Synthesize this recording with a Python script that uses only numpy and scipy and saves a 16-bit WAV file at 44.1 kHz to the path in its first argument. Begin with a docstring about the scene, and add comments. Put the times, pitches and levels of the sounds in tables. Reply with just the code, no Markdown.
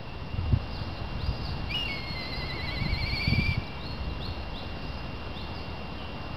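"""Kite whistling in a park

A kite whistles from a tall tree: a rising slur, a high note, lower notes, then a long wavering trill,
all sine whistles with overtones and rasp. Small birds add gliding sines and short chips in a haze of high noise.
Behind them lie coloured noise for distant traffic and wind, a low drone, and gusts thumping the microphone.
The small camera samples slowly, whines faintly, and its hiss swells with the treble."""
import sys
import numpy as np
from scipy import signal
from scipy.io import wavfile
from scipy.ndimage import uniform_filter1d

SR = 44100
rng = np.random.default_rng(int(sys.argv[2]) if len(sys.argv) > 2 else 0)


def output_pcm(signal):
    """Save a mono or channel-first signal as 16-bit PCM at the path in sys.argv[1].

    Samples are clipped to [-1, 1] before scaling.
    """
    pcm = np.clip(np.atleast_2d(signal).T, -1, 1) * 32767
    wavfile.write(sys.argv[1], SR, np.round(pcm).astype(np.int16))


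N = 280784


def gain_of(db):
    """Turn decibels into an amplitude factor."""
    return 10 ** (np.asarray(db) / 20)


def evened(x):
    """Scale a signal to rms 1."""
    return x / np.sqrt(np.mean(x ** 2) + 1e-20)


def follow(rows):
    """Draw a gain curve at every sample from (time [s], level [dB]) points."""
    s, db = np.transpose(rows)
    return gain_of(np.interp(np.arange(N) / SR, s, db))


def add(mix, s, sound):
    """Lay a sound into the mix from time s, cut off at the end of the mix."""
    part = mix[round(s * SR):][:len(sound)]
    part += sound[:len(part)]


def drift(samples, count):
    """Smooth random wandering of rms 1: white noise averaged twice over the given span of samples."""
    span = max(int(samples), 2)
    once = uniform_filter1d(rng.standard_normal(count), span)
    return evened(uniform_filter1d(once, span))


def noise(points, patchy_db, size):
    """Noise of rms 1 from random short-time spectra: a set colour with drifting louder and softer patches."""
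    hz = np.fft.rfftfreq(size, 1 / SR)
    real, imag, patches = rng.standard_normal((4 * N // size + 5, len(hz), 3)).T
    patches = uniform_filter1d(patches, 12, 0)  # smooth across pitch
    patches = evened(uniform_filter1d(patches, 10, 1))  # smooth across time
    f, db = np.transpose(points)
    colour_db = np.interp(np.log(hz + 1), np.log(f), db, -90, -90)
    spectra = (real + 1j * imag) * gain_of(colour_db[:, None] + patchy_db * patches)
    sound = signal.istft(spectra, nperseg=size, noverlap=3 * size // 4)[1]
    return evened(sound[:N])


def park(x, t60, gap_s):
    """Echoes off trunks and ground: after a gap, sparse taps of random sign that die away by 60 dB in t60."""
    at = np.arange(0, SR - 20, 20)
    at = at + rng.integers(0, 20, len(at))
    taps = np.zeros(SR)
    taps[at] = rng.choice([-1., 1.], len(at)) * gain_of(-60 * at / SR / t60)
    taps = np.r_[np.zeros(int(gap_s * SR)), taps / np.linalg.norm(taps)]
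    return signal.fftconvolve(x, taps)[:N]


# Colour of traffic and leaves: (frequency [Hz], relative density [dB per Hz])
WASH_COLOUR = [(60, -7.5), (110, -5), (250, -10), (365, -15), (600, -15), (1000, -16.5), (1500, -23.5),
               (2200, -27), (3200, -27), (4600, -29.5), (6000, -27), (8000, -57)]
# Loudness of the wash: (time [s], level [dB])
WASH_LEVEL = [(0.0, -42), (0.87, -39), (2.12, -38.5), (2.71, -37.5), (3.12, -39), (4.5, -39.5), (5.0, -39),
              (6.36, -39)]


def wash():
    """Distant traffic and wind in the branches: broad coloured noise on a slow level curve."""
    return follow(WASH_LEVEL) * noise(WASH_COLOUR, patchy_db=0.54, size=1024)


# Low drone, maybe a far engine, before its wavering:
# (time [s], pitch [Hz], fundamental level [dB], octave level [dB])
DRONE_COURSE = [(0, 68.4, -57, -51.5), (2.0, 67.1, -50, -52), (2.9, 66.2, -46, -44), (3.2, 66.95, -47, -59),
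                (3.8, 68.3, -48, -55), (4.05, 68.2, -38.5, -50), (4.5, 70.5, -49, -58),
                (5.5, 69.64, -45.5, -59), (6.36, 71, -49, -53)]


def drone():
    """A low tone and its octave, locked in phase, wavering in pitch and each in level."""
    s, *columns = np.transpose(DRONE_COURSE)
    hz, low_db, octave_db = (np.interp(np.arange(N) / SR, s, c) for c in columns)
    phase = 2 * np.pi * np.cumsum(hz + 1.477 * drift(2760, N)) / SR
    low = gain_of(low_db + 1.6 * drift(3000, N)) * np.sin(phase)
    octave = gain_of(octave_db + 2.5 * drift(3000, N)) * np.sin(2 * phase)
    return np.sqrt(2) * (low + octave)


# Whining tones: (frequency from frame to frame [Hz], lowering within a frame [Hz], relative level [dB])
WHINE_TONES = [(2774, 9.5, 0), (3176, 15, -13)]
# Loudness of the whine between its dips: (time [s], level [dB])
WHINE_LEVEL = [(0, -55), (.6, -53), (1.2, -51.5), (4, -51), (6.36, -50.5)]
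FRAMES_PER_S = 30


def whine():
    """Thin tones from the camera's electronics that dip and jump in phase with every picture frame."""
    t = np.arange(N) / SR
    frame_s = 1 / FRAMES_PER_S
    since = (t + .0064) % frame_s
    from_edge = np.minimum(since, frame_s - since)
    dips = 1 - .7 * np.exp(-(from_edge / .001) ** 2)
    tones = np.zeros(N)
    for hz, lower_hz, db in WHINE_TONES:
        tones += gain_of(db) * np.sin(2 * np.pi * (hz * t - lower_hz * since))
    return np.sqrt(2) * follow(WHINE_LEVEL) * dips * tones


# Colour of the wind rumble: (frequency [Hz], relative density [dB per Hz])
RUMBLE_COLOUR = [(15, -28), (40, 1.5), (68, 4), (100, -2), (140, -10.5), (200, -17.5), (300, -26.5),
                 (450, -33)]
# Loudness of the rumble at the microphone: (time [s], level [dB])
WIND_LEVEL = [(0.0, -46), (0.32, -39.5), (0.46, -30.5), (0.87, -38), (1.65, -34.5), (2.02, -44.5),
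              (2.34, -42.5), (2.92, -32), (3.19, -37.5), (3.43, -29.5), (3.58, -31.5), (3.67, -48),
              (3.95, -40), (4.94, -41), (5.9, -45), (6.36, -40)]


def rumble():
    """Lumpy low noise of eddies at the microphone."""
    lumps = gain_of(2.6 * drift(500, N))
    return follow(WIND_LEVEL) * evened(lumps * noise(RUMBLE_COLOUR, patchy_db=1.0, size=2048))


# Gust thumps: (centre time [s], peak level of the fundamental [dB], frequency [Hz])
THUMPS = [(0.343, -22.5, 89), (0.389, -19, 97), (0.41, -24, 69.5), (0.529, -20, 174), (0.539, -12, 103),
          (0.57, -20, 102), (0.817, -24, 92), (1.156, -25.5, 82), (1.238, -23.5, 89.5), (1.291, -16.5, 78),
          (1.311, -23, 111), (2.82, -19.5, 92), (2.863, -22, 161), (2.927, -19, 73.9), (3.042, -20.5, 83),
          (3.136, -24.5, 97), (3.28, -16.5, 124.8), (3.302, -22, 110.3), (3.325, -15.5, 117.4),
          (3.336, -19, 214), (3.358, -24, 69), (3.387, -15.5, 106), (3.397, -18, 174), (3.424, -22.5, 68.4),
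          (3.492, -16, 80.5), (3.517, -18.5, 97), (3.582, -18.5, 103), (4.289, -24, 74.4)]
# Half width of a 100 Hz thump [s]; higher ones are shorter by this power of pitch
THUMP_HALF_S, THUMP_SHORTER = .0062, 0.53


def thumps():
    """Single gusts at the microphone: a brief low swing with a weaker octave under a bell-shaped envelope."""
    out = np.zeros(N)
    for s, db, hz in THUMPS:
        half_s = THUMP_HALF_S / (hz / 100) ** THUMP_SHORTER
        t = np.arange(-4 * half_s, 4 * half_s, 1 / SR)
        swing = 2 * np.pi * (hz * t + rng.random())
        shape = np.cos(swing) + 0.24 * np.cos(2 * swing + 1)  # a pointed, lopsided pressure swing
        add(out, s + t[0], gain_of(db) * shape * np.exp(-(t / half_s) ** 2))
    return out


# Colour of the echo haze around the chirps: (frequency [Hz], relative density [dB per Hz])
HAZE_COLOUR = [(3600, -17), (4200, -2.5), (4800, -2), (5300, -4), (6200, -12)]
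# Swells of the haze: (centre time [s], half width [s], level at the centre [dB])
HAZE_SWELLS = [(.8, 0.18, -51), (1.42, 0.2, -50), (4.62, .12, -55), (4.9, 0.12, -50.5), (5.6, 0.18, -61)]


def haze():
    """Echo haze around the chirps: patchy high noise that swells and fades."""
    t = np.arange(N) / SR
    level = np.zeros(N)
    for s, width_s, db in HAZE_SWELLS:
        level += gain_of(db) * np.exp(-((t - s) / width_s) ** 2)
    return level * noise(HAZE_COLOUR, patchy_db=2.0, size=512)


# Short dry chips of a small bird: (centre time [s], frequency at the centre [Hz], peak level [dB])
CHIPS = [(3.64, 4000, -42), (3.669, 5200, -40), (3.679, 3950, -41), (3.715, 4000, -50), (3.755, 3900, -51),
         (.715, 4780, -49), (1.424, 4850, -48)]


def chips():
    """Each chip is a few milliseconds of falling tone."""
    out = np.zeros(N)
    t = np.arange(-.012, .012, 1 / SR)
    for s, hz, db in CHIPS:
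        chip = np.sin(2 * np.pi * hz * t * (1 - 4 * t)) * np.exp(-(t / .003) ** 2)
        add(out, s + t[0], gain_of(db) * chip)
    return out


# Small birds, dry and before their flutter: (start time [s], glide [s], hold [s], from [Hz], to [Hz],
# bend [power; over 1 moves slowly near the higher pitch], loudest level [dB], place of the loudest [0-1])
CHIRP_CALLS = [(.05, .08, 0, 2700, 2630, 1.1, -55, .6), (.30, .06, 0, 2620, 2890, 1.5, -57, .3),
               (.45, .05, 0, 2880, 2700, 1.3, -57, .4), (.70, .03, 0, 5000, 4700, 1.1, -52, .5),
               (.722, .078, 0, 5150, 3050, 1.3, -47, .3), (.95, .03, 0, 4500, 3750, 1.1, -55, .5),
               (.97, .035, 0, 3800, 4350, 1.1, -53, .5), (1.19, .085, .1, 3100, 4880, 1.9, -48, .38),
               (1.40, .03, 0, 5230, 4850, 1.1, -51, .5), (1.43, .075, 0, 5190, 3200, 1.4, -44, .3),
               (1.66, .035, 0, 4500, 3600, 1.1, -53, .5), (1.848, .07, .05, 3900, 5000, 1.9, -47, .2),
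               (2.185, .065, 0, 5250, 4300, 1.3, -48, .6), (2.31, .06, .035, 4300, 4880, 1.6, -46, .7),
               (3.785, .075, .09, 3400, 4300, 1.05, -49.5, .4), (4.095, .033, 0, 4250, 3300, 1.3, -51, .3),
               (4.20, .07, 0, 3100, 4480, 1.05, -43, .6), (4.54, .06, 0, 3120, 4420, .9, -43, .35),
               (4.81, .085, .03, 2700, 5100, 2.2, -54, .5), (4.97, .035, 0, 4950, 5050, 1.1, -49, .5),
               (5.34, .085, 0, 3000, 4440, 1.05, -47, .5), (5.54, .065, 0, 5200, 4000, 1.3, -48, .45),
               (5.95, .07, .06, 3500, 2930, .7, -52, .5), (6.345, .022, 0, 5070, 5040, 1.1, -50, .5)]
CHIRP_FADE_DB = 11  # from the loudest place to the further end


def small_birds():
    """Thin gliding sine whistles with a level flutter, further away and so wetter."""
    out = np.zeros(N)
    for start, glide_s, hold_s, from_hz, to_hz, bend, peak_db, peak in CHIRP_CALLS:
        t = np.arange(0, glide_s + hold_s, 1 / SR)
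        gone = np.minimum(t / glide_s, 1)
        below_top = (gone if from_hz > to_hz else 1 - gone) ** bend
        hz = max(from_hz, to_hz) - abs(from_hz - to_hz) * below_top
        hz = hz + 30 * drift(120, len(t))
        from_peak = (t / t[-1] - peak) / max(peak, 1 - peak)
        soft_ends = signal.windows.tukey(len(t), min(500 / len(t), 1))
        level = gain_of(peak_db - CHIRP_FADE_DB * from_peak ** 2) * soft_ends
        add(out, start, np.sqrt(2) * level * np.sin(2 * np.pi * np.cumsum(hz) / SR))
    out = out * gain_of(3 * drift(150, N))
    twigs = gain_of(-9) * park(out, t60=.2, gap_s=.006)
    return out + twigs + gain_of(-2) * park(out, t60=.7, gap_s=.02)


# Notes before the trill, joined by sudden breaks:
# (start time [s], from [Hz], to [Hz], bend [power; under 1 glides early, over 1 late])
KITE_NOTES = [(1.69, 2123, 2536, 0.75), (1.7435, 2896, 2730, 1.53), (1.884, 2256, 2181, .4),
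              (1.976, 2130, 2164, 0.91), (2.15, 2085, 2027, 1.31)]
# Top of each warble in the trill: time [s]
TRILL_CRESTS = [2.299, 2.383, 2.466, 2.555, 2.644, 2.735, 2.822, 2.908, 2.997, 3.076, 3.142, 3.22, 3.285,
                3.349, 3.415, 3.476, 3.535, 3.568]
# The two pitches the trill swings between: (time [s], crest [Hz], dip [Hz])
TRILL_SWING = [(2.257, 2142, 2040), (2.51, 2180, 1986), (2.72, 2261, 2002), (2.951, 2305, 2045),
               (3.1, 2340, 2125), (3.25, 2365, 2200), (3.38, 2378, 2260), (3.51, 2373, 2337),
               (3.55, 2322, 2200)]
TRILL_S, BREAK_S = 2.257, .003  # the trill starts from a dip; each break takes this long [s]
LINGER = 1.12  # power; over 1 the trill stays longer at its crests than in its dips
DULL_DB_PER_KHZ, DULL_LEAD = 38, 0.07  # overtone loss per kHz of swing at crests; lead [warbles]


def kite_pitch(t):
    """Bent glides, then a swing from crest to dip; returns pitch [Hz] and the overtone's loss at crests [dB]."""
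    start, from_hz, to_hz, bend = np.transpose(KITE_NOTES)
    count = len(start)
    place = np.interp(t, np.r_[start, TRILL_S], np.arange(count + 1))
    place = np.clip(place, 0, count - 1e-9)
    note = place.astype(int)
    glides = from_hz[note] + (to_hz - from_hz)[note] * (place % 1) ** bend[note]
    # whole numbers of warbles are crests, halves are dips
    warble = np.interp(t, np.r_[TRILL_S, TRILL_CRESTS], np.r_[-.5, np.arange(len(TRILL_CRESTS))])
    swing_s, *turns = np.transpose(TRILL_SWING)
    crest_hz, dip_hz = (np.interp(t, swing_s, c) for c in turns)
    width_hz = crest_hz - dip_hz
    trill = crest_hz - width_hz * (np.sin(np.pi * warble) ** 2) ** LINGER
    hz = uniform_filter1d(np.where(t < TRILL_S, glides, trill), int(BREAK_S * SR), mode="nearest")
    at_crest = np.cos(np.pi * (warble + DULL_LEAD)) ** 2 * (t > TRILL_S)
    return hz, at_crest * DULL_DB_PER_KHZ * width_hz / 1000


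# Blowing effort before throat gain, and overtone before its loss at crests:
# (time [s], effort level [dB], octave overtone level [dB])
KITE_EFFORT = [(1.69, -48, -56), (1.705, -44, -42), (1.719, -40, -42), (1.735, -47, -46),
               (1.745, -37.5, -46), (1.815, -39.5, -46), (1.875, -43.5, -58), (1.9, -39, -45),
               (1.97, -40, -45), (2.02, -42.5, -47), (2.08, -40.5, -43.5), (2.135, -41, -44.5),
               (2.149, -44, -56), (2.165, -40, -42.5), (2.27, -44.5, -40.5), (2.5, -43.5, -41.5),
               (2.9, -42.5, -40), (3.1, -40.5, -35), (3.3, -40, -35.5), (3.4, -39, -41.5),
               (3.48, -40.5, -43.5), (3.555, -41.5, -45), (3.576, -68, -75)]
# How the throat favours the whistle by pitch: (frequency [Hz], gain [dB])
THROAT_GAIN = [(1985, 3.5), (2060, -1), (2150, -2.5), (2220, 2), (2290, 3), (2350, 9), (2400, 7), (2520, 7),
               (2900, 7.5)]
# Colour of the breath in the call: (frequency [Hz], relative density [dB per Hz])
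RASP_COLOUR = [(2000, -9), (2500, 4.5), (3200, 3.5), (4000, -10), (5000, -11), (6000, 4)]
CRACK_S, CRACK_WIDTH_S, CRACK_DB = 2.715, .04, 11  # the voice cracks briefly into uneven cycles


def kite():
    """A whistle and its octave on one pitch, with frayed overtone, uneven cycles, rasp and echoes."""
    s, effort_db, octave_db = np.transpose(KITE_EFFORT)
    t = np.arange(s[0], s[-1], 1 / SR)
    count = len(t)
    hz, dull_db = kite_pitch(t)
    effort_db = np.interp(t, s, effort_db)
    whistle_db = effort_db + np.interp(hz, *np.transpose(THROAT_GAIN))
    over_db = np.interp(t, s, octave_db) - dull_db
    phase = 2 * np.pi * np.cumsum(hz + 10.6 * drift(99, count)) / SR
    whistle = gain_of(whistle_db + 0.89 * drift(310, count)) * np.sin(phase)
    overtone = gain_of(over_db + 1.6 * drift(250, count)) * np.sin(2 * phase)
    below_high_note = hz < 2600
    # hard blowing frays the overtone
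    flutter = drift(40, count) * np.sin(2 * phase) + drift(40, count) * np.cos(2 * phase)
    blur = gain_of(whistle_db - 17.0) * flutter * below_high_note
    # uneven pairs of cycles: a partial between whistle and octave
    crack_db = CRACK_DB * np.exp(-((t - CRACK_S) / CRACK_WIDTH_S) ** 2)
    between = gain_of(effort_db - 16.5 + crack_db + 4.5 * drift(500, count))
    between = between * np.sin(1.5 * phase) * below_high_note
    tone_level = np.hypot(gain_of(whistle_db), gain_of(over_db))
    rasp = gain_of(-13) * tone_level * noise(RASP_COLOUR, patchy_db=2.6, size=512)[:count]
    out = np.zeros(N)
    add(out, t[0], np.sqrt(2) * (whistle + overtone + between) + blur + rasp)
    boughs = gain_of(-11) * park(out, t60=.12, gap_s=.004)  # the near branches smear the swings
    return out + boughs + gain_of(-14.5) * park(out, t60=1.3, gap_s=.02)


def scene():
    """Mix background, wind and birds into one channel."""
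    background = wash() + drone() + whine()
    wind = rumble() + thumps()
    birds = haze() + chips() + small_birds() + kite()
    return (background + wind + birds)[None]


SLOWER = 4  # the camera keeps one sample in four
TAPS = 73  # length of the soft filter that fills the gaps again
EDGE_HZ = 15690  # upper band limit


def hiss(x, span, db):
    """White noise that grows with the steepness of the wave, averaged over a span of samples."""
    steep = np.sqrt(abs(uniform_filter1d(np.diff(x, prepend=0) ** 2, span)))
    return gain_of(db) * steep * rng.standard_normal(len(x))


def record(dry):
    """Slow sampling folds high partials down; hiss comes before and after the gaps are filled;
    then the band limit and a small constant offset."""
    kept = dry[0, ::SLOWER]
    kept = kept + hiss(kept, span=24, db=-22.0)
    smoothing = signal.firwin(numtaps=TAPS, cutoff=5200., window=("kaiser", 5.5), fs=SR)
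    full = SLOWER * signal.upfirdn(smoothing, kept, SLOWER)[TAPS // 2:][:N]
    full = np.pad(full, (0, N - len(full)))
    full = full + hiss(full, span=120, db=-20.5)
    edge = signal.firwin(1023, EDGE_HZ, window=("kaiser", 11), fs=SR)
    offset = -.0077
    return signal.oaconvolve(full, edge, "same")[None] + offset


dry = scene()
out = record(dry)
output_pcm(out)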